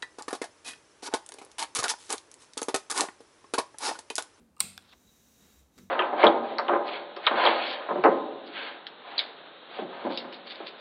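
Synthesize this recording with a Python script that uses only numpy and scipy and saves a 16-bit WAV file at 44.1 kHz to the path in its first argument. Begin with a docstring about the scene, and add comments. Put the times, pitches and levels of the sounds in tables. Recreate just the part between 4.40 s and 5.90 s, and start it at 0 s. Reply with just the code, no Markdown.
"""Two long-handled surgical instruments are worked on a plywood training box in a quiet room.
The grip creaks, then the handle's ratchet snaps over with a bright steel click: struck modes and noise cracks.
The box hums under the jolt, and the lever drops back with a duller tick, again from struck modes.
Next a shaft scrapes in its port (random grains, a falling resonance) and squeaks once, and the shafts slide
as hissing noise. Near the end one catches and knocks on the box, which hums briefly over air and rumble."""
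import sys
import numpy as np
from scipy import signal
from scipy.fft import rfft, irfft
from scipy.io import wavfile

SR = 44100
rng = np.random.default_rng(int(sys.argv[2]) if len(sys.argv) > 2 else 0)


def generate_wav(signal):
    """Clip the signal to [-1, 1] and save it as 16-bit WAV at the path in sys.argv[1]."""
    frames = np.transpose(np.atleast_2d(signal))
    scaled = np.clip(frames, -1, 1) * 32767
    pcm = np.round(scaled).astype(np.int16)
    wavfile.write(sys.argv[1], SR, pcm)


N = 66150
TIME = np.arange(N) / SR


def from_db(db):
    """Decibels to gain."""
    return 10 ** (np.asarray(db) / 20)


def rms_one(x):
    """Scale to unit rms."""
    return x / np.sqrt(np.mean(x ** 2) + 1e-20)


def glide(curve):
    """Straight lines over time through (s, value) points."""
    return np.interp(TIME, *np.transpose(curve))


def level(curve):
    """Gain over time from (s, dB) points."""
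    return from_db(glide(curve))


def at_hz(points, hz, axis=1):
    """Read a column of a table on a log-frequency axis."""
    table = np.array(points)
    return np.interp(np.log(hz + 1), np.log(table[:, 0]), table[:, axis])


def coloured(spectrum, source=None):
    """Give white noise, or another source, a spectrum; rms 1."""
    if source is None:
        source = rng.standard_normal(N)
    gain = from_db(at_hz(spectrum, np.fft.rfftfreq(N, 1 / SR)))
    return rms_one(irfft(rfft(source) * gain, N))


def drift(knots_per_s):
    """Slow random motion of rms 1, in straight lines between random knots."""
    knots = rng.standard_normal(400)
    return rms_one(np.interp(TIME * knots_per_s, np.arange(len(knots)), knots))


def dying(start, t60):
    """Envelope that jumps to 1 and falls 60 dB in t60 seconds."""
    fall = np.clip((TIME - start) / t60, 0, 10)
    return (TIME >= start) * 1e-3 ** fall


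def ring(force, hz, t60):
    """One mode as a two-pole resonator: a unit click rings as a decaying sine of height 1."""
    radius = 1e-3 ** (1 / (t60 * SR))
    w = 2 * np.pi * hz / SR
    # the tiny offset keeps the filter clear of vanishingly small numbers
    return signal.lfilter([0, np.sin(w)], [1, -2 * radius * np.cos(w), radius * radius], force + 1e-18)


def strike(contacts, modes):
    """Contacts, each as soft as its brightness says, set a body's modes ringing."""
    force = np.zeros(N)
    for start, db, brightness_hz in contacts:
        click = np.zeros(N)
        click[int(round(start * SR))] = from_db(db)
        soft = np.exp(-2 * np.pi * brightness_hz / SR)
        force += signal.lfilter([1 - soft], [1, -soft], click)
    sound = np.zeros(N)
    for k, (hz, db, t60) in enumerate(modes):
        sign = (-1) ** k  # neighbouring modes start in opposite directions
        sound += sign * from_db(db) * ring(force, hz, t60)
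    return sound


LAG_CORNER_HZ = 4445  # here the delay is half of its value in the deep bass


def disperse(x, lag_s):
    """Delay the lows by up to lag_s, as bending waves in a steel tube do."""
    hz = np.fft.rfftfreq(N, 1 / SR)
    delay = lag_s / (1 + (hz / LAG_CORNER_HZ) ** 4)
    phase = 2 * np.pi * np.cumsum(delay) * SR / N  # the delay is the slope of the phase
    return irfft(rfft(x) * np.exp(-1j * phase), N)


def friction(hz, half_width_hz):
    """Friction noise in one resonance, steady or moving: slow noise on a carrier; rms 1."""
    phase = 2 * np.pi * np.cumsum(hz * np.ones(N)) / SR
    lowpass = signal.butter(2, half_width_hz, fs=SR, output="sos")
    a, b = signal.sosfilt(lowpass, rng.standard_normal((2, N)))
    return rms_one(a * np.cos(phase) + b * np.sin(phase))


# The pawl snaps over and chatters. Each row: start in seconds, level in dB, contact brightness in Hz.
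SNAP = [(.20297, -2, 14000), (.2037, 0, 12000), (.20501, -1, 5500), (.20574, -2, 3500)]
# Light touches of the pawl on its teeth. Each row: start in seconds, level in dB, contact brightness in Hz.
TOUCHES = [(.1655, -39.5, 4000), (.1805, -42, 12000), (.1925, -43, 6000), (.1975, -28, 6000),
           (.423, -39.5, 6000)]
# Ring of the handle. Each row: pitch in Hz, level in dB, T60 in seconds.
HANDLE_MODES = [(817, -42.5, 0.064), (1058, -38, 0.041), (1332, -30.5, 0.0075), (2390, -36, .014),
                (3936, -25, 0.015), (4432, -26.5, 0.0094), (5120, -27, .018), (7130, -23.5, .016),
                (8370, -15, 0.013), (9360, -20.5, 0.0078), (11200, -35.5, .01), (12300, -28.5, .008),
                (13500, -38.5, .01)]
# Colour of the crack at each contact. Each row: frequency in Hz, relative level in dB per Hz.
CRACK_COLOUR = [(200, -30.5), (700, -12), (1200, -5), (1800, -8), (2500, -5), (3300, -8.5), (4800, -0.5),
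                (5900, -10), (6600, -15), (7300, -3.5), (10000, -4), (13000, -8), (16000, -17.5)]
# The grip creaks under the squeeze. Each row: start in seconds, level in dB, contact brightness in Hz.
CREAKS = [(.168, -5, 3000), (.1705, -3, 3000), (.1895, -5, 2000), (.1925, -1.5, 2000)]
# Ring of the grip. Each row: pitch in Hz, level in dB, T60 in seconds.
GRIP_MODES = [(950, -55.5, .035), (1220, -52, .04), (2750, -58, .025)]
CRACK_DB, CRACK_T60_S, SNAP_LAG_S = -25, .021, .0013


def ratchet():
    """Creak and snap of the handle: modes ring, and each pawl contact adds a short noise crack."""
    contacts = list(SNAP) + list(TOUCHES)
    # separate bursts of noise add in power
    power = sum((from_db(db) * dying(start, CRACK_T60_S)) ** 2 for start, db, _ in contacts)
    crack = from_db(CRACK_DB) * np.sqrt(power) * coloured(CRACK_COLOUR)
    snap = disperse(strike(contacts, HANDLE_MODES) + crack, SNAP_LAG_S)
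    return snap + strike(CREAKS, GRIP_MODES)


# Dense spray of the snap that only the room returns. Each row: frequency in Hz, relative level in dB per Hz.
SPRAY_COLOUR = [(300, -18), (800, -10), (1700, -13), (2500, -2.5), (3200, -7.5), (4000, -1), (4950, -3),
                (5600, -16.5), (6700, -8.5), (7300, -6.5), (7750, -7.5), (8250, -1), (8700, -0.5),
                (9400, -7), (10000, -10.5), (11000, -11), (11900, -14.5), (12700, -11), (15500, -18)]
SPRAY_DB = -45.5


def snap_spray():
    """A coloured click at the second snap contact, meant for the room alone."""
    click = signal.unit_impulse(N, int(SNAP[1][0] * SR))
    return from_db(SPRAY_DB) * coloured(SPRAY_COLOUR, click)


# The lever drops back. Each row: start in seconds, level in dB, contact brightness in Hz.
RETURNS = [(.3776, -0.5, 14000), (.3905, -1, 248), (.4941, -20.5, 4970)]
# Ring of the lever. Each row: pitch in Hz, level in dB, T60 in seconds.
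LEVER_MODES = [(740, -46, 0.021), (1400, -34, 0.0082), (1605, -36, 0.015), (2420, -38.5, 0.0097),
               (3430, -34, 0.012), (3660, -32.5, 0.0088), (5200, -31, 0.0049), (7960, -37, 0.0025),
               (11500, -42.5, 0.0058), (12900, -42, .004), (15500, -48, .003)]
LEVER_LAG_S = .00031


def lever_return():
    """The returning lever's contacts ring its modes, the lows a little late."""
    return disperse(strike(RETURNS, LEVER_MODES), LEVER_LAG_S)


# A shaft catches in its port. Each row: start in seconds, level in dB, T60 in seconds.
CATCHES = [(1.379, -49.5, 0.034), (1.3853, -53, 0.046)]
# Colour of the catch. Each row: frequency in Hz, relative level in dB per Hz.
CATCH_COLOUR = [(200, 4.5), (900, -1), (2100, 6.5), (2900, -6.5), (3700, -2.5), (7000, -4.5), (15000, -18)]
# Jolts that reach the box. Each row: start in seconds, level in dB, contact brightness in Hz.
JOLTS = [(.207, 0.5, 496), (.235, 9, 308), (1.385, 0, 602), (1.4265, 0.5, 297.5)]
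# Hum of the plywood box. Each row: pitch in Hz, level in dB, T60 in seconds.
BOX_MODES = [(92, -67, 0.6), (145.1, -66.5, 0.17), (190.4, -53, 0.25), (236, -59, .2), (358.7, -64.5, 0.18),
             (474.5, -64.5, .25)]


def knocks():
    """A shaft catches in its port as dying noise; jolts make the plywood box hum in its modes."""
    burst = sum(from_db(db) * dying(start, t60) for start, db, t60 in CATCHES)
    return burst * coloured(CATCH_COLOUR) + strike(JOLTS, BOX_MODES)


# Dry scrape of the shafts in their ports. Each row: time in seconds, level in dB.
SCRAPE_LEVEL = [(.38, -98), (.41, -66), (.48, -64), (.505, -70.5), (.532, -55.5), (.548, -69), (.6, -83),
                (.95, -88), (1.02, -69), (1.16, -74.5), (1.25, -83)]
# Colour of the scrape. Each row: frequency in Hz, relative level in dB per Hz.
SCRAPE_COLOUR = [(300, -16), (800, 0), (1250, 0), (2000, -4), (3000, -6), (3800, -0.5), (4600, -10),
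                 (5400, -8), (6500, -19.5), (15000, -30.5)]
# The scrape's resonance falls as the shaft slows. Each row: time in seconds, pitch in Hz, level in dB.
DRAG = [(0.472, 4000, -89), (.492, 3946, -66), (.52, 3650, -61.5), (0.53, 2944, -56), (.539, 1066, -63),
        (.552, 700, -94)]
SCRAPE_GRAINS_PER_S, DRAG_HALF_WIDTH_HZ = 7500, 600


def scraping():
    """Dry random grains and a falling resonance as a shaft rubs in its port."""
    hits = rng.random(N) < SCRAPE_GRAINS_PER_S / SR
    grains = hits * rng.standard_normal(N)
    s, hz, db = np.transpose(DRAG)
    drag_gain = np.interp(TIME, s, from_db(db), left=0, right=0)
    drag = drag_gain * friction(np.interp(TIME, s, hz), DRAG_HALF_WIDTH_HZ)
    return level(SCRAPE_LEVEL) * coloured(SCRAPE_COLOUR, grains) + drag


# Smooth hiss of the sliding shafts. Each row: time in seconds, level in dB.
SLIDE_LEVEL = [(.3, -100), (.45, -82), (.58, -70.5), (.76, -67.5), (.88, -67), (1.1, -66), (1.2, -67.5),
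               (1.275, -78.5), (1.32, -80), (1.37, -69), (1.44, -68), (1.5, -76.5)]
# Colour of the slide. Each row: frequency in Hz, relative level in dB per Hz.
SLIDE_COLOUR = [(500, -10), (1500, -4.5), (3200, -6), (4400, -6), (5200, -6.5), (5650, 0), (7200, -2),
                (8200, -5), (9700, -9.5), (11000, -6.5), (12800, -11.5), (14300, -0.5), (15400, -9),
                (16000, -15)]
# The hiss has a broad peak that wanders with the sliding. Each row: time in seconds, pitch in Hz.
SWISH_PITCH = [(.6, 6350), (.76, 6800), (.94, 5900), (1.02, 6940), (1.2, 7260), (1.42, 5950)]
SWISH_HALF_WIDTH_HZ, SWISH_DB = 500, -9.5  # level against the hiss
# The singing tube: level against the hiss, and the rms of its waver
TUBE_HZ, TUBE_HALF_WIDTH_HZ, TUBE_DB, TUBE_WAVER_DB = 3830, 83, -9, 1.5


def sliding():
    """Smooth hiss with a wandering peak, in which the steel tubes sing faintly and waver."""
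    swish = from_db(SWISH_DB) * friction(glide(SWISH_PITCH), SWISH_HALF_WIDTH_HZ)
    tube_gain = from_db(TUBE_DB + TUBE_WAVER_DB * drift(28))
    tube = tube_gain * friction(TUBE_HZ, TUBE_HALF_WIDTH_HZ)
    return level(SLIDE_LEVEL) * (coloured(SLIDE_COLOUR) + swish + tube)


# Brief squeak of the tubes. Each row: centre in seconds, length in seconds, pitch in Hz, level in dB.
SQUEAKS = [(.688, .014, 3860, -65)]
SQUEAK_HALF_WIDTH_HZ = 80


def squeaking():
    """Narrow friction noise that swells and fades in a bell-shaped envelope."""
    sound = np.zeros(N)
    for centre, length, hz, db in SQUEAKS:
        swell = np.exp(-((TIME - centre) / length) ** 2)
        sound += from_db(db) * swell * friction(hz, SQUEAK_HALF_WIDTH_HZ)
    return sound


# The board rustles as the shafts lean on it. Each row: time in seconds, level in dB.
RUSTLE_LEVEL = [(0, -61.5), (.13, -73.5), (.45, -69.5), (.68, -68.5), (.92, -74), (1.03, -63.5),
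                (1.16, -69.5), (1.29, -91), (1.4, -53.5), (1.5, -82)]
# Colour of the rustle. Each row: frequency in Hz, relative level in dB per Hz.
RUSTLE_COLOUR = [(60, -3.5), (140, -6.5), (220, 4.5), (330, -8), (470, -5.5), (700, -25), (1500, -20.5),
                 (4000, -30), (15000, -35.5)]


def rustling():
    """Low, uneven noise of the board under the shafts."""
    return level(RUSTLE_LEVEL) * coloured(RUSTLE_COLOUR)


# The room. Each row: frequency in Hz, tail gain in dB, T60 in seconds.
ROOM = [(150, -3.5, .45), (700, -11.5, 0.62), (2500, -11, 0.48), (4500, -14, 0.47), (8400, -7, 0.33),
        (11000, -14, 0.46), (15000, -11.5, .2)]
ROOM_DELAY_S, ROOM_BUILD_S = .0024, .004
EARLY_DB, EARLY_T60_S = -18, .04


def room(x):
    """Quick reflections off the box and table, then a diffuse tail that dies band by band."""
    white, hz = rfft(rng.standard_normal(N)), np.fft.rfftfreq(N, 1 / SR)
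    onset = 1 - np.exp(-np.maximum(TIME - ROOM_DELAY_S, 0) / ROOM_BUILD_S)
    early = rms_one(rng.standard_normal(N) * onset * dying(0, EARLY_T60_S))
    response = from_db(EARLY_DB) * early
    edges = np.geomspace(50, 18000, 26)
    for low, high in zip(edges, edges[1:]):
        centre = np.sqrt(low * high)
        band = irfft(white * (hz >= low) * (hz < high), N)
        envelope = rms_one(onset * dying(0, at_hz(ROOM, centre, axis=2)))
        response = response + from_db(at_hz(ROOM, centre)) * envelope * band
    return signal.fftconvolve(x, response / np.sqrt(N))[:N]


# Still air of the room. Each row: frequency in Hz, relative level in dB per Hz.
AIR_COLOUR = [(20, -32.5), (40, -9.5), (65, -3), (110, -7.5), (220, -2.5), (400, -10), (800, -13.5),
              (2000, -25), (6000, -30), (10000, -28.5), (16000, -39.5)]
# Swell of the low rumble. Each row: time in seconds, level in dB.
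RUMBLE_LEVEL = [(0, -85), (.51, -78), (.57, -70.5), (.75, -80), (1.05, -73.5), (1.24, -63.5), (1.38, -86),
                (1.5, -76)]
AIR_DB, RUMBLE_HZ, RUMBLE_T60_S = -69.5, 66, .4


def background():
    """Still air as coloured noise, and a low rumble as noise through one resonance."""
    rumble = rms_one(ring(rng.standard_normal(N), RUMBLE_HZ, RUMBLE_T60_S))
    return from_db(AIR_DB) * coloured(AIR_COLOUR) + level(RUMBLE_LEVEL) * rumble


# How strongly each source feeds the room
HANDLE_ROOM_DB, LEVER_ROOM_DB, KNOCK_ROOM_DB = -7, -6.5, -.5


def scene():
    """Handle, lever and box in the room, over the moving shafts and the background."""
    handle, lever, box = ratchet(), lever_return(), knocks()
    to_room = snap_spray() + from_db(HANDLE_ROOM_DB) * handle
    to_room = to_room + from_db(LEVER_ROOM_DB) * lever + from_db(KNOCK_ROOM_DB) * box
    struck = handle + lever + box + room(to_room)
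    rubbed = scraping() + sliding() + squeaking() + rustling()
    return (struck + rubbed + background())[None]


PEAK_TOP, CUTOFF_HZ = .54, 15800  # height that peaks are rounded towards, and the steep top cut


def record(dry):
    """Peaks are rounded, the deepest bass rolls off and the top is cut steeply."""
    rounded = PEAK_TOP * np.tanh(dry / PEAK_TOP)
    thinned = signal.sosfilt(signal.butter(3, 40, "high", fs=SR, output="sos"), rounded)
    return signal.sosfilt(signal.ellip(10, .1, 70, CUTOFF_HZ, fs=SR, output="sos"), thinned)


dry = scene()
out = record(dry)
generate_wav(out)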